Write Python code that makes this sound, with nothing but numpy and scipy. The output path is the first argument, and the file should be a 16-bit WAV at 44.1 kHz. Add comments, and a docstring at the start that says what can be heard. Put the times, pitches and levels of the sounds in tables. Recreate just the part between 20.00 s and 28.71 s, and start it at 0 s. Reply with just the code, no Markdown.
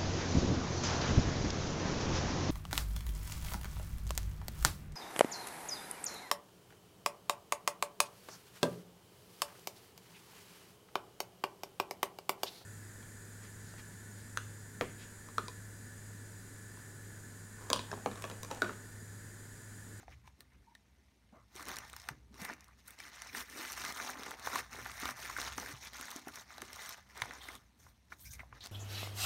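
"""Shrink-wrapped box and parcel bag

Hands turn and rub a shrink-wrapped box over a soft table cover, then rummage in a plastic bag of parcels.
The film buckles in thousands of tiny pops; wide folds snap, fine creases tick, parcels bump dully.
A small furnished room answers. A low rumble wavers over microphone hiss."""
import sys
import numpy as np
from scipy import signal
from scipy.fft import rfft, irfft, next_fast_len
from scipy.io import wavfile
from scipy.ndimage import uniform_filter1d, map_coordinates

SR = 44100
rng = np.random.default_rng(int(sys.argv[2]) if len(sys.argv) > 2 else 0)


def output_pcm(signal):
    """Save a mono or channel-first signal as 16-bit PCM at the path in sys.argv[1].

    Samples are clipped to [-1, 1] before scaling.
    """
    pcm = np.clip(np.atleast_2d(signal).T, -1, 1) * 32767
    wavfile.write(sys.argv[1], SR, np.round(pcm).astype(np.int16))


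N = 384243

# rumble envelope (time [s], level [dB])
RUMBLE_LEVEL = [(0.0, -72), (0.09, -61.5), (0.41, -67.5), (0.61, -58.5), (0.72, -71.5), (1.79, -64.5),
                (2.15, -62), (2.64, -69), (2.95, -64.5), (4.19, -69), (5.0, -59.5), (5.85, -65.5),
                (6.1, -69.5), (7.66, -63.5), (7.74, -72), (7.84, -59.5), (8.22, -67.5), (8.27, -58),
                (8.71, -61)]
# background spectra (frequency [Hz], relative density [dB])
RUMBLE_SPECTRUM = [(25, -59), (40, -18), (52, -22), (59, -6.5), (66, -4), (78, -7), (95, -10.5),
                   (123, -9.5), (150, -17.5), (260, -38), (400, -76)]
HISS_SPECTRUM = [(120, -20.5), (200, 3.5), (373, -15.5), (791, -15), (933, -12), (1500, -39), (2170, -19),
                 (4860, -24), (6280, -48), (7540, -27.5), (12800, -31), (16000, -65)]
# room decay (frequency [Hz], T60 [s])
ROOM_T60 = [(200, 0.25), (2000, 0.059), (10000, 0.072)]
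# parcel contacts (time [s], level [dB], pitch [Hz])
PARCEL_BUMPS = [(1.327, -53.5, 228), (1.554, -47, 355), (1.609, -47, 310), (2.108, -44.5, 134),
                (2.309, -52.5, 212), (2.418, -41.5, 194), (3.338, -48, 303), (3.59, -42, 322),
                (4.555, -42, 300), (5.03, -38, 288), (5.58, -38, 296), (5.736, -47.5, 129),
                (5.998, -48, 273), (6.16, -39, 288), (6.27, -39, 307), (6.626, -42.5, 340),
                (7.221, -47, 122), (7.489, -48, 325)]
# rubs and slides: fingers on the box, a stiffer packet near 7.15-7.6 s, a card sliding near 8.2-8.4 s (time
# [s], length [s], resonance [Hz], bandwidth [Hz], level [dB])
RUBS = [(0.121, 0.023, 2180, 900, -58.5), (0.242, 0.033, 990, 204, -69),
        (0.513, 0.036, 1800, 1220, -80), (0.667, 0.067, 925, 70, -62), (1.325, 0.08, 650, 302, -61),
        (1.335, 0.11, 1150, 400, -64.5), (7.152, 0.28, 3470, 1500, -62),
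        (7.404, 0.18, 3440, 1100, -56), (7.793, 0.089, 6300, 1200, -68),
        (8.2, 0.14, 13800, 4000, -59), (8.253, 0.041, 2270, 350, -58), (8.255, 0.12, 1590, 160, -68),
        (8.251, 0.045, 5700, 1600, -54.5), (8.306, 0.048, 6100, 1500, -52),
        (8.332, 0.034, 2190, 400, -58.5), (8.393, 0.024, 2080, 350, -51),
        (8.433, 0.0088, 800, 250, -52), (8.606, 0.069, 3850, 1200, -52)]
# four rustle bands: wide folds, fine creases, crisp edge, bag air (frequency [Hz], relative density [dB])
FOLD_SPECTRUM = [(260, -10), (450, -30), (600, -4.5), (1010, -1), (1430, -2), (2040, 0), (2500, -7),
                 (3100, -13), (3900, -91)]
CREASE_SPECTRUM = [(2200, -41), (2800, -13), (3200, -6), (3760, 0), (4300, -2.5), (4850, -7.5), (5400, 1),
                   (6100, 0), (7000, -5), (7700, -27), (9000, -43)]
EDGE_SPECTRUM = [(4410, -14), (7500, -6.5), (8930, 2.5), (10300, -6.5), (11200, -2.5), (13800, -2.5),
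                 (15700, -6), (16400, -42)]
AIR_SPECTRUM = [(88, -31), (150, -18), (200, -8.5), (290, 3), (381, -4), (520, -8.5), (680, -13.5),
                (1140, -120)]
# grips (time [s], hold [s], fold drive [dB], creases re folds [dB], edge re folds [dB], air re folds [dB])
FILM_GRIPS = [(0.0, 0.031, -68, 1, -7, 3), (0.11, 0.025, -70.5, 3.5, -5, 3),
              (0.272, 0.0065, -70.5, 2.5, -2, 6), (0.412, 0.0083, -75, -6, 3, 12.5),
              (0.525, 0.018, -74.5, -6, -18, -2), (1.344, 0.037, -77, -12, -21, 10.5),
              (1.569, 0.055, -53, -1, -2.5, -9), (1.675, 0.064, -47, -2.5, -9.5, -5),
              (1.753, 0.1, -53.5, -6.5, -15, -20), (1.834, 0.28, -62, 0, -4.5, -27),
              (2.087, 0.041, -60.5, -15, -19, -2.5), (2.355, 0.036, -62.5, -1, -9, -1),
              (2.405, 0.057, -50, -1, -3.5, -8), (2.481, 0.046, -48.5, -8, -15, -10),
              (2.623, 0.11, -70.5, -8, -10, -21), (2.795, 0.0088, -69, 3, -3, -8),
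              (2.873, 0.071, -66, 1.5, 0.5, -4.5), (3.001, 0.091, -59.5, 2, -3.5, -6),
              (3.134, 0.16, -59.5, 3, -6, -14), (3.356, 0.063, -49, 2, 1, -4),
              (3.503, 0.11, -57, 0.5, 0, -4.5), (3.578, 0.16, -51.5, 3.5, 0.5, -5),
              (3.779, 0.04, -47, 1.5, -3.5, -9), (3.843, 0.07, -44, -3, -6.5, -13.5),
              (3.958, 0.15, -47.5, -0.5, -3.5, -6), (4.125, 0.032, -52.5, -6, -11, -19),
              (4.19, 0.15, -49.5, -3, -9.5, -7), (4.381, 0.06, -56, -4, -9, -13),
              (4.45, 0.064, -46, 0, -6, -13), (4.54, 0.056, -41.5, -2, -5.5, -7.5),
              (4.728, 0.19, -51, -1, -4.5, -10.5), (4.945, 0.03, -51.5, -2, -4, -29),
              (5.014, 0.1, -44, -2, -7, -13), (5.189, 0.17, -49, -1, -5.5, -14),
              (5.38, 0.1, -44.5, -0.5, -6.5, -12.5), (5.526, 0.0083, -48, 1.5, -10, -15),
              (5.572, 0.15, -50.5, 0, -3.5, -7.5), (5.733, 0.047, -59.5, 2, -5, -8),
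              (5.827, 0.049, -53, 2.5, -5.5, -12), (5.945, 0.242, -52, 0, -7.5, -12.5),
              (6.198, 0.05, -67, 2, -7, -12), (6.281, 0.0083, -50, -3.5, -8, -13),
              (6.341, 0.075, -55, 1.5, -4, -22), (6.502, 0.21, -58.5, -0.5, -7.5, -7),
              (6.696, 0.09, -56.5, 1.5, -6, -25), (6.801, 0.14, -51, 0.5, -5.5, -21),
              (6.981, 0.0082, -59, -1, -8, -8), (7.101, 0.025, -64.5, -2.5, -8, -10),
              (7.167, 0.091, -51, -5, -11, -16), (7.282, 0.11, -56, -2.5, -9.5, -2.5),
              (7.43, 0.13, -56, -3, -2.5, -8.5), (7.801, 0.1, -72, -0.5, 1, 0),
              (8.126, 0.0047, -61, -0.5, -2.5, 3), (8.202, 0.047, -78, 11.5, 16.5, -12),
              (8.26, 0.015, -82, 9, 24, -17), (8.322, 0.025, -75.5, 17.5, 20.5, -17),
              (8.4, 0.012, -59.5, -9, -9, -2.5), (8.554, 0.028, -61.5, -4, -14, -2),
              (8.642, 0.021, -57, 4, -5, -14)]
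# drive with the film at rest in the hands (folds [dB], creases [dB], edge [dB], air [dB])
REST_DRIVE_DB = [-82.5, -81, -87.5, -79.5]
# rustle balance (time [s], small re wide folds [dB])
FOLD_BALANCE = [(1.4, 13), (1.6, -7), (2.2, 5), (2.7, 5), (3.0, 17.5), (3.7, 16.5), (4.0, -9.5), (5.0, 3.5),
                (5.8, 3), (6.4, -6), (7.0, 7), (7.4, -4)]
# fine creases cracking (time [s], level [dB], ring [Hz], edge re level [dB])
CREASE_TICKS = [(0.4061, -41, 4100, -8), (0.5335, -61, 3900, -17), (0.751, -44.5, 3830, -16),
                (1.5543, -44, 6400, -9), (1.562, -36.5, 5800, -21), (1.6267, -36.5, 4250, -9),
                (1.654, -39, 6500, -12), (1.685, -31.5, 5470, -6.5), (1.6917, -32, 4550, -17),
                (1.7588, -38, 4360, -9), (1.7675, -29, 5500, -18), (1.786, -30, 5840, -10.5),
                (1.8984, -39.5, 3500, -12.5), (1.931, -37.5, 3820, -12), (1.9646, -31, 5300, -12),
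                (1.9994, -37, 5240, -21), (2.018, -42, 5460, -18), (2.0876, -27, 4180, -13.5),
                (2.3426, -43, 4020, -23), (2.4175, -34, 6150, -10), (2.4496, -31, 4130, -8),
                (2.536, -38, 6000, -31), (2.607, -44, 5840, -23), (2.643, -47.5, 5770, -11),
                (2.6816, -45.5, 4330, -30), (2.877, -52, 4130, 4), (2.8807, -49, 4600, 6.5),
                (2.9068, -43, 3650, -3), (2.9886, -38, 4150, -27), (3.0018, -36, 5240, -26),
                (3.2198, -29.5, 6000, -26), (3.271, -39, 5700, -23), (3.348, -40, 5440, -18),
                (3.368, -34, 5570, -19), (3.499, -38, 5990, -19), (3.6804, -37, 6530, -12),
                (3.7205, -30, 5900, -7), (3.7284, -32, 6100, -13), (3.7768, -38, 3690, -22),
                (3.85, -27, 5800, -25), (3.924, -31, 5400, -13), (4.0482, -34.5, 5570, -18),
                (4.064, -37, 6040, -16), (4.102, -35, 6190, -7), (4.234, -32, 3820, -15),
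                (4.309, -35, 3470, -8), (4.396, -35, 3730, -20), (4.47, -34, 5240, -5),
                (4.5566, -27, 3900, -8), (4.73, -37, 5900, -26), (4.7706, -52, 5600, -24),
                (5, -38, 5500, -2), (5.0552, -27, 3730, -13), (5.233, -42, 5560, -20),
                (5.376, -38, 3900, -4), (5.409, -36, 5500, -7), (5.4152, -24, 4060, -23),
                (5.527, -34, 6340, -21), (5.5798, -25.5, 6000, -19), (5.599, -30.5, 5860, -15),
                (5.8503, -38, 6200, -7), (5.933, -37, 4000, -16), (6.0114, -31.5, 3900, -7),
                (6.0547, -36, 5280, -18), (6.105, -33, 5940, -11), (6.114, -35, 3900, -6),
                (6.162, -31.5, 6300, -12), (6.2828, -39, 5660, -5), (6.357, -31.5, 5800, -14),
                (6.581, -36, 3940, -20), (6.6186, -30, 6170, -12), (6.731, -32, 5470, -12),
                (6.76, -35.5, 6610, -12), (6.8192, -36, 3780, -21), (6.86, -36, 6150, -20),
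                (6.892, -31, 5530, -5), (6.976, -49, 5500, -10), (7.099, -53.5, 3900, -11),
                (7.176, -37, 5700, -15), (7.2186, -30, 6400, -36), (7.22, -22, 3770, -40),
                (7.234, -45, 6470, -22), (7.242, -47, 6000, -22), (7.308, -44, 4240, -26),
                (7.3357, -40, 5500, -22), (7.417, -46, 3700, -26), (7.486, -32, 3440, -27),
                (7.553, -38, 3650, -10), (8.3356, -48, 6200, 9), (8.6064, -48, 4070, -24),
                (8.6542, -38, 4400, -10), (8.64, -35.5, 4500, -24), (8.66, -30.5, 4470, -22),
                (8.6704, -32, 3360, -20)]
# taps on the box (rows before 0.3 s), then wide folds snapping (time [s], level [dB], pitch [Hz], after-ring
# [Hz], after-ring at 3 ms re level [dB])
FOLD_SNAPS = [(0.0305, -48, 1520, 770, -8.5), (0.0812, -46, 1980, 745, -2.5), (0.2765, -46, 2100, 960, -9),
              (0.407, -47.5, 1730, 1730, -13), (0.7528, -53, 1890, 1810, -2.5),
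              (1.7684, -33.5, 1810, 920, -20), (1.7873, -34.5, 1630, 2150, -27),
              (1.9372, -36, 1600, 1220, -18), (1.9657, -41, 1500, 960, -18), (2.0893, -24, 1470, 914, -17),
              (2.4515, -39, 1860, 1040, -20), (2.4989, -26.5, 1530, 1030, -16.5),
              (2.8838, -47, 1520, 1440, -12), (3.003, -36.5, 1850, 2330, -18),
              (3.2206, -35.5, 1850, 1920, -23), (3.3496, -27, 1840, 1430, -18),
              (3.7761, -31, 1720, 1360, -24), (3.8508, -32, 1730, 2120, -18),
              (3.9048, -32, 1470, 1960, -20), (4.0008, -28, 1710, 1480, -13), (4.3159, -31, 1560, 940, -19),
              (4.4729, -22, 1210, 960, -10), (4.5583, -22.5, 1660, 1060, -8), (4.8617, -30, 1510, 790, -16),
              (5.0564, -26.5, 1330, 1340, -11), (5.0907, -27, 1370, 1040, -14),
              (5.2998, -28.5, 1400, 1060, -13), (5.366, -28.5, 1610, 1520, -11),
              (5.3862, -28, 1390, 1100, -13), (5.5831, -25, 1180, 810, -16.5),
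              (5.6617, -35, 1710, 1570, -11), (6.0827, -35, 1640, 1640, -25),
              (6.273, -35.5, 1000, 780, -10.5), (6.2859, -38, 1440, 1470, -7),
              (6.3745, -34.5, 1400, 2060, -21), (6.5047, -44, 1470, 1310, -8),
              (6.5819, -37, 1580, 735, -13), (6.6203, -31.5, 1760, 1350, -18),
              (7.2201, -20, 1856, 950, -17.5), (7.238, -34, 1100, 1010, -14),
              (7.3096, -30.5, 1550, 1570, -16), (7.4879, -34.5, 1850, 2070, -9),
              (7.8663, -46.5, 1280, 1110, -11), (8.1218, -38, 1590, 1320, -11),
              (8.1256, -36, 1440, 2310, -16), (8.3952, -36.5, 1780, 1870, -17),
              (8.4023, -39, 1920, 2040, -7), (8.4066, -44, 2110, 1780, -21),
              (8.527, -38.5, 1450, 1060, -10)]


def amp(db):
    """dB to gain."""
    return 10 ** (np.asarray(db) / 20)


def unit(x):
    """Scale to rms 1."""
    return x / np.sqrt(np.mean(x ** 2) + 1e-20)


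def columns(table):
    """Columns as vertical vectors, one row per event."""
    return np.transpose(table)[:, :, None]


def along(points, hz):
    """Interpolate (Hz, value) points over log frequency."""
    knots_hz, values = np.transpose(points)
    return np.interp(np.log(hz + 1), np.log(knots_hz + 1), values)


def curve(points):
    """Interpolate (s, value) points per sample."""
    return np.interp(np.arange(N) / SR, *np.transpose(points))


def wobble(rate_hz):
    """Smooth random curve, rate_hz knots per second."""
    knots = rng.standard_normal(int(N * rate_hz / SR) + 4)
    return map_coordinates(knots, [np.arange(N) * rate_hz / SR])


def coloured(x, spectrum):
    """Zero-phase spectral shaping, rms 1."""
    size = next_fast_len(len(x) + 8192)
    gain = amp(along(spectrum, np.fft.rfftfreq(size, 1 / SR)))
    return unit(irfft(rfft(x, size) * gain, size)[:len(x)])


def scatter(starts, bursts):
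    """Sum bursts, one per row, at their start samples."""
    at = starts[:, None] + np.arange(bursts.shape[1])
    return np.bincount(at.ravel(), bursts.ravel(), N + SR)[:N]


def rumble(hum_hz=59, hum_re_noise_db=-2):
    """Low noise and a hum of wandering phase; the level wavers."""
    phase = 2 * np.pi * hum_hz * np.arange(N) / SR + 1.56 * wobble(10)
    hum = np.sqrt(2) * amp(hum_re_noise_db) * np.sin(phase)
    level_db = curve(RUMBLE_LEVEL) + 2.4 * wobble(5.5)
    return amp(level_db) * unit(hum + coloured(rng.standard_normal(N), RUMBLE_SPECTRUM))


def mic_hiss(level_db=-75):
    """Near-steady microphone noise."""
    return amp(level_db + 0.37 * wobble(14)) * coloured(rng.standard_normal(N), HISS_SPECTRUM)


def room(x, delay_samples=130):
    """Small-room reverb: each frequency dies at its own rate."""
    hz, t, noise = signal.stft(rng.standard_normal(SR // 2), SR, nperseg=256)
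    decay = amp(-60 * t / along(ROOM_T60, hz)[:, None])
    tail = signal.istft(noise * decay, SR, nperseg=256)[1]
    return signal.fftconvolve(np.pad(x, (delay_samples, 0)), tail / np.linalg.norm(tail))[:N]


def parcel_bumps(rise_s=0.0011, decay_cycles=1.85):
    """Soft contacts: each a low push that dies in a few cycles."""
    time_s, db, hz = columns(PARCEL_BUMPS)
    t = np.arange(3000) / SR
    envelope = np.exp(-t * hz / decay_cycles) * (1 - np.exp(-t / rise_s))
    push = envelope * np.sin(2 * np.pi * hz * t)
    return scatter(np.round(time_s[:, 0] * SR).astype(int), amp(db + 3) * push)


def rubs():
    """Friction noise through one resonance; fast attack, slow fade."""
    out = np.zeros(N + SR)
    for time_s, length_s, hz, width_hz, db in RUBS:
        n = round(length_s * SR)
        progress = np.arange(n) / SR / length_s
        stroke = np.clip(progress / 0.039, 0, 1) * (1.5 - progress) / 1.72
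        b, a = signal.iirpeak(hz, hz / width_hz, SR)
        friction = signal.lfilter(b, a, signal.lfilter(b, a, rng.standard_normal(SR // 2)))[-n:]
        out[round(time_s * SR):][:n] += amp(db) * stroke * unit(friction)
    return out[:N]


def grip_drives_db(rise_db_per_s=442, fall_db_per_s=648, creep_db_per_s=129):
    """Drive of folds, creases, edge and air: grips rise, hold and let go; the film creeps back."""
    t = np.arange(0, N + 64, 64) / SR
    time_s, hold_s, fold_db, *offsets_db = columns(FILM_GRIPS)
    released_s = np.maximum(t - time_s - hold_s, 0)
    held_db = fold_db - rise_db_per_s * np.maximum(time_s - t, 0)
    drives_db = []
    for rest_db, creep_db, offset_db in zip(REST_DRIVE_DB, (-10, -10.5, -13, -23), [0] + offsets_db):
        fall_db = np.maximum(-fall_db_per_s * released_s, creep_db - creep_db_per_s * released_s)
        power = amp(2 * rest_db) + amp(2 * (held_db + offset_db + fall_db)).sum(axis=0)
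        drives_db.append(np.interp(np.arange(N) / SR, t, 10 * np.log10(power)))
    drives_db[3] += 3.5 * wobble(9.8)  # bag air puffs unevenly
    return drives_db


def balance_folds(x, crossover_hz=1460):
    """Handling shifts the balance of wide and small folds."""
    wide = signal.sosfilt(signal.butter(2, crossover_hz, fs=SR, output="sos"), x)
    small = signal.sosfilt(signal.butter(2, crossover_hz, "high", fs=SR, output="sos"), x)
    gain = amp(curve(FOLD_BALANCE) / 2)
    return wide / gain - small * gain


def patchy(x, depth_db):
    """Each crease rings its own way: random gain over time and frequency."""
    bins = signal.stft(x, nperseg=256)[2]
    field = uniform_filter1d(rng.standard_normal(bins.shape), size=3, axis=0)
    field = uniform_filter1d(field, size=6, axis=1)
    return signal.istft(bins * amp(depth_db * unit(field)), nperseg=256)[1][:N]


def film_flips(level_db, median_hz, width_cycles, count):
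    """Bits of film flip at random: a cycle or two each, few big, many small."""
    when, rank, phase = columns(rng.random((count, 3)))
    hz = median_hz * np.exp(0.24 * rng.standard_normal((count, 1)))
    cycles = hz * np.arange(-80, 80) / SR
    strength = amp(-4 * np.log(np.maximum(rank, 0.12)))
    flips = strength * np.exp(-(cycles / width_cycles) ** 2) * np.sin(2 * np.pi * (cycles + phase))
    return amp(level_db) * unit(scatter((when[:, 0] * N).astype(int), flips))


def film_crackle(count=9000, pop_samples=200):
    """Random buckling over film-on-film sliding; each pop sounds in all four bands at random shares."""
    when, rank, width = rng.random((count, 3)).T
    starts = (when * N).astype(int)
    strength_db = -5.5 * np.log(np.maximum(rank, 0.08))  # few big, many small
    width_s = 0.00015 * amp(9.7 * width[:, None])
    age = np.arange(pop_samples) / SR / width_s
    swell = age ** 2 * np.exp(-(age / 1.53) ** 2)  # each tiny pop swells and fades softly
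    clumping = amp(0.72 * wobble(30))
    drives_db = grip_drives_db()
    force = np.clip((drives_db[0][starts] + 72.5) / 22, 0.1, 1)  # light touch: even pops
    spectra = FOLD_SPECTRUM, CREASE_SPECTRUM, EDGE_SPECTRUM, AIR_SPECTRUM
    out = np.zeros(N)
    for spectrum, drive_db, slide_gain in zip(spectra, drives_db, (1.03, 0.76, 0.93, 2.9)):
        share_db = np.clip(3.2 * rng.standard_normal(count), -8, 3.5)
        gain = amp(force * (strength_db - 11.5 + share_db))[:, None]
        pops = unit(scatter(starts, gain * swell * rng.standard_normal((count, pop_samples))))
        slide = slide_gain * amp(1.24 * wobble(40)) * rng.standard_normal(N)
        band = coloured(clumping * (pops + slide), spectrum)
        if spectrum is FOLD_SPECTRUM:
            band = balance_folds(band)
        out += amp(drive_db - 4.5) * band
    out += film_flips(drives_db[0] - 7.5, median_hz=1450, width_cycles=0.5, count=1100)
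    out += film_flips(drives_db[1] - 8, median_hz=5200, width_cycles=0.52, count=1300)
    return patchy(out, depth_db=2.5)


def crease_ticks(rise_s=0.00093, ring_t60_s=0.0026, spit_t60_s=0.0059, edge_t60_s=0.0031):
    """Fine creases crack: a short ring, a spit of noise around its pitch, a crisp edge."""
    time_s, db, hz, edge_db = columns(CREASE_TICKS)
    lead_samples = 90
    starts = np.round((time_s[:, 0] + 0.0009) * SR).astype(int) - lead_samples
    t = (np.arange(360) - lead_samples) / SR
    after_s = np.maximum(t, 0)
    onset = amp(db) * np.exp(np.minimum(t, 0) / rise_s)
    tone = np.sin(2 * np.pi * hz * t)
    ring = amp(-8 - 60 * after_s / ring_t60_s) * tone
    rough = unit(uniform_filter1d(rng.standard_normal(tone.shape), size=5, axis=1))
    spit = amp(-6 - 60 * after_s / spit_t60_s) * rough * tone
    edge_envelope = onset * amp(edge_db - 60 * after_s / edge_t60_s)
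    edge = scatter(starts, edge_envelope * rng.standard_normal(tone.shape))
    return scatter(starts, onset * (ring + spit)) + np.std(edge) * coloured(edge, EDGE_SPECTRUM)


def fold_snaps(rise_s=0.00034, fall_s=0.0005, sag_s=0.00054, ring_t60_s=0.012, rattle_t60_s=0.027):
    """Wide folds flip: a cycle or two of sagging pitch, ringing air behind the fold, a weak rattle."""
    time_s, db, hz, ring_hz, ring_db = columns(FOLD_SNAPS)
    lead_samples = 60
    starts = np.round(time_s[:, 0] * SR).astype(int) - lead_samples
    elapsed_s = np.arange(900) / SR
    t = elapsed_s - lead_samples / SR
    after_s = np.maximum(t, 0)
    rise = np.exp(-(np.minimum(t, 0) / rise_s) ** 2)
    phase = 2 * np.pi * rng.random((len(time_s), 2))
    cycles = hz * (elapsed_s + 0.57 * sag_s * (1 - np.exp(-elapsed_s / sag_s)))  # pitch sags slightly
    flip = rise * np.exp(-after_s / fall_s) * np.sin(2 * np.pi * cycles + phase[:, :1])
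    ring_envelope = amp(ring_db - 60 * (after_s - 0.003) / ring_t60_s) * (1 - np.exp(-after_s / 0.0011))
    ring = ring_envelope * np.sin(2 * np.pi * ring_hz * t + phase[:, 1:])
    rattle_envelope = rise * amp(db - 60 * after_s / rattle_t60_s)
    rattle = scatter(starts, rattle_envelope * rng.standard_normal(flip.shape))
    rattle = np.std(rattle) * coloured(rattle, FOLD_SPECTRUM)
    return scatter(starts, amp(db) * (flip + ring)) + amp(-16) * rattle


def scene():
    """Close film and parcels, room, background; mono."""
    near = film_crackle() + fold_snaps() + crease_ticks() + parcel_bumps() + rubs()
    return (near + amp(-12) * room(near) + rumble() + mic_hiss())[None]


def record(dry):
    """Microphone bass roll-off and recorder band limit."""
    low_cut_hz, top_hz = 41.4, 15900
    size = next_fast_len(N + SR // 2)
    hz = np.fft.rfftfreq(size, 1 / SR)
    response = (hz < top_hz) / np.sqrt(1 + (low_cut_hz / (hz + 1)) ** 8)
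    return irfft(rfft(dry, size) * response, size)[:, :N]


dry = scene()
out = record(dry)
output_pcm(out)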